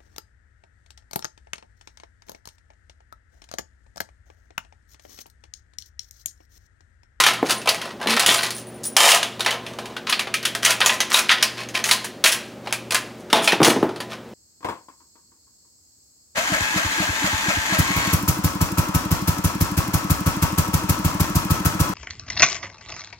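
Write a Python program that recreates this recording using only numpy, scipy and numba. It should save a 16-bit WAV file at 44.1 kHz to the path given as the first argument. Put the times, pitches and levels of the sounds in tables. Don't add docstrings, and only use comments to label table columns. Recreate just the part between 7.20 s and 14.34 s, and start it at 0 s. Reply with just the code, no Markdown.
import sys
import numpy as np
from scipy import signal
from scipy.fft import rfft, irfft, next_fast_len
from scipy.io import wavfile
from scipy.ndimage import uniform_filter1d, minimum_filter1d
from numba import njit

SR = 44100
rng = np.random.default_rng(int(sys.argv[2]) if len(sys.argv) > 2 else 0)


def bounce(signal):
    frames = np.transpose(np.atleast_2d(signal))
    limited = np.clip(frames, -1, 1)
    pcm = np.round(limited * 32767).astype(np.int16)
    wavfile.write(sys.argv[1], SR, pcm)


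N = 314785


def undb(db):
    return 10 ** (np.asarray(db) / 20)


def unit(x):
    return x / np.sqrt(np.sum(x ** 2) + 1e-18)


def fade(t, t60):
    return np.exp(-np.log(1000) * t / t60)


def colour(x, points):
    size = next_fast_len(len(x) // 2 + 1024, real=True) * 2
    outline_hz, outline_db = np.transpose(points)
    f = np.maximum(np.arange(size // 2 + 1) * SR / size, 1)
    gain_db = np.interp(np.log(f), np.log(outline_hz), outline_db)
    cepstrum = irfft(np.log(undb(gain_db)))
    cepstrum[1:size // 2] *= 2
    cepstrum[size // 2 + 1:] = 0
    response = np.exp(rfft(cepstrum))
    return irfft(rfft(x, size) * response)[:len(x)]


def band_power(x, lo_hz, hi_hz):
    f = np.arange(len(x) // 2 + 1) * SR / len(x)
    inside = (f > lo_hz) & (f < hi_hz)
    return 2 * np.sum(np.abs(rfft(x)[inside]) ** 2) / len(x) + 1e-18


def add(track, s, sound):
    i = int(np.clip(s * SR, 0, N - 1))
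    track[i:i + len(sound)] += sound[:N - i]


def walk(rate):
    t = np.arange(N) / SR * rate
    return np.interp(t, np.arange(1024), rng.standard_normal(1024))


def ring(modes, t, detune, scatter_db):
    chance = rng.standard_normal((len(modes), 2))
    out = 0
    for (hz, db, t60), (weight, shift) in zip(modes, chance):
        mode = np.sin(2 * np.pi * hz * (1 + detune * shift) * t) * fade(t, t60)
        out = out + undb(db + scatter_db * weight) * unit(mode)
    return out


ECHO_DB, ECHO_T60, TAIL_DB, TAIL_T60 = 3, 0.16, -4.5, 0.49
TAIL_DAMP = 0.67


def echoes():
    t = np.arange(SR // 2) / SR
    near, gaps, far = rng.standard_normal((3, len(t)))
    spray = unit(near * undb(3.4 * gaps) * fade(t, ECHO_T60) * np.minimum(t / 0.00098, 1))
    tail = unit(far * fade(t, TAIL_T60) * np.minimum(t / 0.057, 1))
    dull_tail = signal.lfilter([1 - TAIL_DAMP], [1, -TAIL_DAMP], tail)
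    return undb(ECHO_DB) * spray + undb(TAIL_DB) * dull_tail


def blow(chatter_s, rise_s=0.0011, patchy_db=3):
    echo = echoes()
    t = np.arange(len(echo)) / SR
    grit, gaps = rng.standard_normal((2, len(t)))
    swell = np.exp(-t / chatter_s) * (1 - np.exp(-t / rise_s))
    return unit(grit * undb(patchy_db * gaps) * swell) + echo


# frequency in Hz, level in dB, t60 in seconds.
TRAY_MODES = [(673.2, -16.5, 0.32), (842, -22, 0.15), (1048, -14, 0.11), (1320, -18.5, 0.045),
              (1987, -23, 0.06), (3313, -23.5, 0.011)]
# frequency in Hz, gain in dB.
HEAP_OUTLINE = [(60, -57), (200, -22.5), (400, -6.5), (700, 1), (1200, -0.5), (2000, 0), (3200, 0.5),
                (4500, -1.5), (6500, -2), (8000, -5), (10000, -3), (12500, -10.5), (14750, -17),
                (15150, -12), (15700, -14.5)]


def heap(force):
    body = ring(TRAY_MODES, np.arange(SR // 12) / SR, detune=.02, scatter_db=3)
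    shaken = signal.fftconvolve(force, body)[:len(force)]
    return colour(force + undb(-9.5) * shaken, HEAP_OUTLINE)


def wedged(t60, count=11):
    modes = [(hz, 0, t60) for hz in np.geomspace(1200, 11000, count)]
    return unit(ring(modes, np.arange(SR // 12) / SR, detune=.1, scatter_db=4))


SHAFT_HZ = 24.15
SHAFT_MULTIPLES = (3, 4, 7, 8, 9, 10, 15)
SHAFT_LEVELS = (-63.5, -64.5, -57.5, -67, -49.5, -52.5, -49)
# frequency in Hz, relative level in dB per Hz.
AIR_OUTLINE = [(25, -22), (60, -22), (110, -10), (217, -0.5), (309, -1), (591, -2.5), (695, -8.5),
               (775, -6.5), (840, -11), (1400, -16), (1520, -16.5), (7710, -30.5), (9070, -34),
               (11600, -39), (16000, -34)]
AIR_DB = -40.5
MAINS_HZ, SLIP_HZ, IN_STEP_S = 120, .92, 1.28
MAINS_DB, MOTOR_DB = -50, -55


def machine():
    t = np.arange(N) / SR - IN_STEP_S

    def tone(hz, db, drift=0):
        return undb(db) * np.sqrt(2) * np.cos(2 * np.pi * hz * t + drift)

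    motor = tone(MAINS_HZ, MAINS_DB) + tone(MAINS_HZ - SLIP_HZ, MOTOR_DB)
    wander = .03 * walk(2.5)
    shaft = sum(tone(k * SHAFT_HZ, db, k * wander) for k, db in zip(SHAFT_MULTIPLES, SHAFT_LEVELS))
    air = unit(colour(rng.standard_normal(N), AIR_OUTLINE)) * np.sqrt(N)
    return motor + shaft + undb(AIR_DB + 0.49 * walk(4.12)) * air


def clink(force):
    return force + undb(-9) * signal.fftconvolve(force, wedged(t60=.012))[:len(force)]


GRIP_S, GRIP_DB, SETTLE_T60_S = 0.0078, -20, 0.087


def push(t, length, db):
    grip_s = GRIP_S * np.sqrt(undb(GRIP_DB - db))
    return np.minimum(t / grip_s, 1) * fade(np.maximum(t - length, 0), SETTLE_T60_S)


# start in seconds, length of the push in seconds, level in dB,
# tray body in dB and bright edge in dB, both relative to that level.
PUSHES = [(0, 0.1, -20.5, -11, -10.5), (.245, 0.06, -31.5, -6, -4.5), (.29, .025, -19, -7, -5.5),
          (.474, 0.018, -25, -4, -14), (.55, 0.16, -38.5, -2, -13), (.79, 0.054, -40, 8, -10),
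          (.875, 0.17, -22.5, -5.5, -8), (1.065, 0.088, -20.5, -6, -1), (1.17, 0.1, -26.5, -10.5, -7),
          (1.335, 0.064, -46.5, -14, 7.5), (1.628, 0.022, -41.5, -16, 16.5), (1.767, 0.18, -13.5, -5, -3),
          (2.262, 0.08, -30, -1, -11.5), (2.43, 0.12, -45, 1, -8), (2.589, 0.15, -48, 5, -11),
          (2.864, 0.037, -23.5, -14, -18), (3.424, 0.041, -20.5, -11, -6), (3.455, 0.062, -22.5, -6.5, -7),
          (3.615, .13, -29, -1.5, -3.5), (3.893, 0.075, -25, -8, -6.5), (3.924, 0.07, -19, -19, -2.5),
          (4.085, 0.04, -16, -14, -12), (4.16, 0.1, -32.5, -8, -16), (4.359, 0.074, -32, -8, -12.5),
          (4.535, 0.057, -26.5, -7, -10), (4.645, .08, -28.5, -3.5, 1), (5.04, 0.025, -14, -16, -5),
          (5.115, 0.0073, -19, -20, 3), (5.435, 0.074, -40.5, -1, -12), (5.71, 0.042, -34, 1, -8),
          (5.745, 0.0053, -14, -21, -12), (5.97, 0.03, -51, -12, 3), (6.22, 0.04, -32.5, -8, 4),
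          (6.46, 0.045, -21, -11, -2.5), (6.89, .05, -35, -4.5, -12.5)]
# low limit in Hz, high limit in Hz.
CONTACT_BANDS = [(400, 1200), (1200, 5000), (5000, 18000)]
CONTACTS_PER_S = 560


def stirs(spread_db=4.5, colour_scatter_db=4, echo_db=-4.5, count=4):
    out, t = np.zeros(N), np.arange(SR // 2) / SR
    n = len(t)
    for s, length, db, body_db, edge_db in PUSHES:
        effort = push(t, length, db)
        hit, size = rng.random((2, n))
        coin = rng.integers(0, count, n)
        sign = rng.choice([-1, 1], n)
        contacts = (hit < CONTACTS_PER_S / SR) * sign * undb(-spread_db * np.log(size + 0.089))
        for band, band_db in zip(CONTACT_BANDS, (db + body_db, db, db + edge_db)):
            force = contacts * undb(colour_scatter_db * rng.standard_normal(n))
            local_power = uniform_filter1d(force ** 2, size=1800)
            force = effort * force / np.sqrt(local_power + 1e-3)
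            x = heap(sum(clink(force * (coin == k)) for k in range(count)))
            x = signal.sosfilt(signal.butter(3, band, "band", fs=SR, output="sos"), x)
            x = x + undb(echo_db) * signal.fftconvolve(x, echoes())[:n]
            add(out, s, undb(band_db) * unit(x) * np.sqrt(np.sum(effort ** 2)))
    return out


# start in seconds, strength in dB, pitch of the clack in Hz, tray body in dB,
# bright edge in dB, decay constant of the contact chatter in ms.
LANDINGS = [(0.0014, 15, 1380, -5.5, -3.5, 5), (0.0371, 14, 3160.0, -10, -5.5, 3.4),
            (0.0649, 19.5, 1300, -4.5, -7, 10), (0.135, 0, 1400.0, -4, -3.5, 1.5),
            (0.3074, 8, 4500, -3, 4, 3.0), (0.416, -7.5, 2570.0, -1, -4, 3.0),
            (0.4583, -3, 1400.0, 6, -6, 3.0), (0.4741, 11.5, 2680, 2, -11, 3.3),
            (0.4899, 14, 4630, -2, -1.5, 4.4), (0.5453, 0.0, 2120.0, 0.0, -1, 2.0),
            (0.6157, 0, 1460, -12.0, -8.5, 1.8), (0.6552, -7.5, 1400.0, 5, -7.0, 1.75),
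            (0.814, -1.5, 1560, 7, -9, 3.2), (0.8278, -2.5, 1500, -1, -12, 2.3),
            (0.8723, 10, 2040.0, -15.0, -12, 1), (0.9057, 9, 4340, -9.0, -5.5, 1.7),
            (0.9718, 10.0, 1410, 2, -25, 3.3), (0.9954, 11, 4140.0, -21, 1.5, 8.4),
            (1.062, 15, 3410.0, -22, 0.5, 2.7), (1.0911, 19.5, 3450, -32, -12, 1),
            (1.1897, 4.5, 4300.0, -20, -10, 3.0), (1.233, 6.0, 4150, -1.5, -1.5, 7.1),
            (1.3061, 0, 4440, -13, 0.5, 2.0), (1.7664, 21, 3160.0, -3, 2, 4.5),
            (1.8894, 17, 2820, -20, 0.5, 5.3), (1.9177, 20, 2760, -28, -3, 2.5),
            (2.0293, 9.0, 3550, -0.5, -5.5, 2.48), (2.1952, -3.5, 3880.0, 7.5, -4, 2.0),
            (2.2063, 7.5, 3900, -6, -5.5, 1.9), (2.248, -0.5, 3100, -2, -3, 2.0),
            (2.2618, 12.0, 1590, 1, -11, 3.5), (2.2803, 7.0, 1960, -18, -19, 2.0),
            (2.3078, 6.0, 3020, -10, -5.5, 1.4), (2.4644, -3.5, 2360, -10, -10, 3.4),
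            (2.587, -2.5, 1580, 2.5, -8, 2.8), (2.6564, -7.0, 2960.0, -4, -4.5, 3.7),
            (2.7657, 1, 1540, -1.5, -13, 2.8), (2.8973, 4.5, 2920, -6, 1.5, 3.0),
            (2.9254, 13.5, 4450, -9.0, -14, 4.1), (2.9935, 9.5, 2360, -7.5, -7.0, 4.6),
            (3.0709, -2.5, 1460, 4.5, -15.0, 7.1), (3.1402, 11.0, 2400, -20.0, -5.5, 4.2),
            (3.229, -2.0, 1500, -11.0, -7, 2.5), (3.2523, 11.0, 3200, -12, -3.0, 5.6),
            (3.3504, 5.5, 1560, -3.5, -4, 1.5), (3.4493, 11, 6500, -10, 2, 3.6),
            (3.4605, 12.5, 3200.0, -14, -14, 2.3), (3.506, 11, 2500.0, -34, -0.5, 2.9),
            (3.6048, 9, 1820, 1.5, -5, 1.6), (3.6148, 15.5, 1510, -9, -27, 1),
            (3.6611, 14.5, 6760, -4, -0.5, 0.82), (3.6948, 13.5, 2530, -7, -24, 2.5),
            (3.8041, 12.0, 6330.0, -7, -7, 1.5), (3.9434, 21.5, 3720, -4, -4, 5.5),
            (4.0931, 19.5, 3350, -18, -20.0, 1.6), (4.1156, 15.5, 1870, -10, -20.0, 5.4),
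            (4.2264, 16.0, 5000, -13, -3.5, 6.8), (4.4879, -8.5, 6300, -14, -5, 2.2),
            (4.5522, 9.5, 2360, -13, -12.5, 2.7), (4.6403, 8.0, 6700, -24, -4, 3.6),
            (4.6896, 6.0, 1960.0, -16, -4.0, 3.8), (4.7117, 19, 4160, -10, -1.5, 6.3),
            (4.8442, -0.5, 1820, -2, 1.5, 15), (5.04, 15.5, 4160, 0.5, 1, 4.4),
            (5.0608, 19.5, 2520, -30, -5, 2.1), (5.0732, -7, 2570.0, -17, 22.5, 2.0),
            (5.472, -2.5, 2710, 8, -16, 3.5), (5.5259, 8.0, 2440, -2.5, -1.5, 0.9),
            (5.7074, 4.5, 2410.0, -8.0, -1.0, 3.4), (5.7217, 5, 1490.0, 0, -1, 1.4),
            (5.7457, 8, 1670, -2, 4, 2.3), (6.101, -4.0, 1370, -9, -9, 21),
            (6.1292, 21.5, 3520, 1, -6.5, 2.5), (6.243, 0.5, 2530.0, -13, 2, 2.0),
            (6.2756, 20, 2450, -1, -9.5, 6.5), (6.3205, 12.5, 2600.0, -8, -10, 3.3),
            (6.4303, 14, 5400, -11, -5, 2.9), (6.4467, 17.5, 6250.0, -1, -3.5, 10),
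            (6.6912, -7.5, 1460.0, 14, -13, 2.5), (6.7603, -8, 1400.0, 4, -9, 2.5),
            (6.8034, 0.0, 1800, 4, -6, 5.1), (6.9292, -9, 1400.0, 2, -20, 2.1)]
# frequency in Hz, level in dB, t60 in seconds.
COIN_MODES = [(6200, -27, .2), (9650, -15, 0.067), (9400, 14, 0.096), (9870, 2, 0.04), (10800, -15, 0.073),
              (15200, -4, 0.19), (15400, -4, 0.15)]


def clacks(clink_db=-7, clink_t60=0.1, shimmer_db=-14, pitch_db=2, pitch_q=9):
    out, t = np.zeros(N), np.arange(SR // 5) / SR
    for s, db, hz, body_db, edge_db, chatter_ms in LANDINGS:
        force = blow(chatter_ms / 1000)
        add(force, 0, undb(clink_db) * wedged(clink_t60))
        resonator = signal.iirpeak(hz, pitch_q, fs=SR)
        force = force + undb(pitch_db) * signal.lfilter(*resonator, force)
        x = colour(heap(force), [(750, body_db), (1600, 0.014), (3800, 0.0058), (7500, edge_db)])
        add(out, s - .0005, undb(db) * x / np.sqrt(band_power(x, 1240, 5100)))
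        shimmer = unit(ring(3 * list(COIN_MODES), t, detune=.012, scatter_db=2))
        add(out, s, undb(db + edge_db + shimmer_db) * shimmer)
    return out


# start in seconds, strength in dB, gain of the upper knock in dB,
# floor panel and rim in dB relative to the strength.
TRAY_KNOCKS = [(.227, 14.5, -5, -41), (0.859, 7, -4, -17), (1.084, 6.5, -2, -25), (6.13, 21, 1, 1.5),
               (6.329, 12, -4, -16), (6.402, 18.5, -10.5, -20), (6.416, 18.5, -5, -22),
               (6.466, 17, -5.5, -28), (6.481, 17, -7, -28), (6.562, 13, -13, -17), (6.628, 18, -7, -38.5)]
# frequency in Hz, gain in dB.
THUD_OUTLINE = [(50, -53), (95, -16), (150, -6.5), (260, 1), (380, 2.5), (560, -3), (850, 0), (1300, -7),
                (2500, -18), (6000, -38)]


def knocks(thud_s=0.0027, panel_hz=870, rim_hz=3640, rim_db=-9):
    out, t = np.zeros(N), np.arange(SR // 2) / SR
    for s, db, upper_db, panel_db in TRAY_KNOCKS:
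        thud = colour(blow(thud_s, rise_s=0.00083), THUD_OUTLINE)
        thud = colour(thud, [(480, 0), (800, upper_db)])
        rattle = rng.standard_normal(len(t)) * fade(t, .17)
        panel = unit(colour(rattle, [(panel_hz / 2, -30), (panel_hz, 0), (panel_hz * 2, -36), (8000, -70)]))
        rim = undb(rim_db) * unit(np.sin(2 * np.pi * rim_hz * t) * fade(t, 0.1))
        add(out, s, undb(db) * (unit(thud) + undb(panel_db) * (panel + rim)))
    return out


# start in seconds, strength in dB.
FREE_RINGS = [(.372, -6.5), (.872, -10), (1.17, 0), (1.349, -3.5), (1.47, -12.5), (1.542, -18), (1.653, 6),
              (3.451, -2), (6.219, -7), (6.431, 5)]


def chimes():
    out, t = np.zeros(N), np.arange(SR // 2) / SR
    for s, db in FREE_RINGS:
        metal = ring(COIN_MODES, t, detune=.004, scatter_db=1.5)
        reverberant = signal.fftconvolve(metal, echoes())[:len(t)]
        add(out, s, undb(db) * unit(metal + reverberant))
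    return out


def groan(start=.862, end=0.97, start_hz=205, end_hz=236, db=-26):
    t = np.arange(N) / SR
    hz = np.interp(t, [start, end], [start_hz, end_hz]) * (1 + 0.028 * walk(122.0))
    phase = 2 * np.pi * np.cumsum(hz) / SR
    grip = uniform_filter1d(1. * ((t > start) & (t < end)), size=200)
    return undb(db) * grip * (np.sin(phase) + undb(-4.5) * np.sin(2 * phase))


def scene():
    mid = machine() + stirs() + clacks() + knocks() + chimes() + groan()
    early = unit(echoes()[:SR // 50])
    side = colour(signal.fftconvolve(mid, early)[:N], [(100, -27.5), (800, -43), (2500, -24.5), (9000, -25.0)])
    hiss = colour(rng.standard_normal(N), [(30, 6), (300, 20.5), (2000, 5.5), (15000, -3)])
    side = side + undb(-34) * mid + undb(-65.5) * hiss
    return np.array([mid + side, mid - side])


@njit
def follow(x, attack, release):
    out, e = np.empty(len(x)), 0.
    for i in range(len(x)):
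        e += (x[i] - e) * (attack if x[i] > e else release)
        out[i] = e
    return out


TOP_HZ = 15780


def record(dry, limit_db=-7, attack_s=0.001, release_s=0.021):
    envelope = follow(np.abs(dry).mean(axis=0), 1 / (attack_s * SR), 1 / (release_s * SR))
    gain = np.minimum(1, undb(limit_db) / (envelope + 1e-9))
    x = dry * uniform_filter1d(minimum_filter1d(gain, size=80), size=80)
    x = x / (1 + (x / .95) ** 6) ** (1 / 6)
    x = signal.sosfilt(signal.butter(3, 42, "high", fs=SR, output="sos"), x)
    return signal.sosfilt(signal.ellip(10, .2, 80, TOP_HZ, fs=SR, output="sos"), x)


dry = scene()
out = record(dry)
bounce(out)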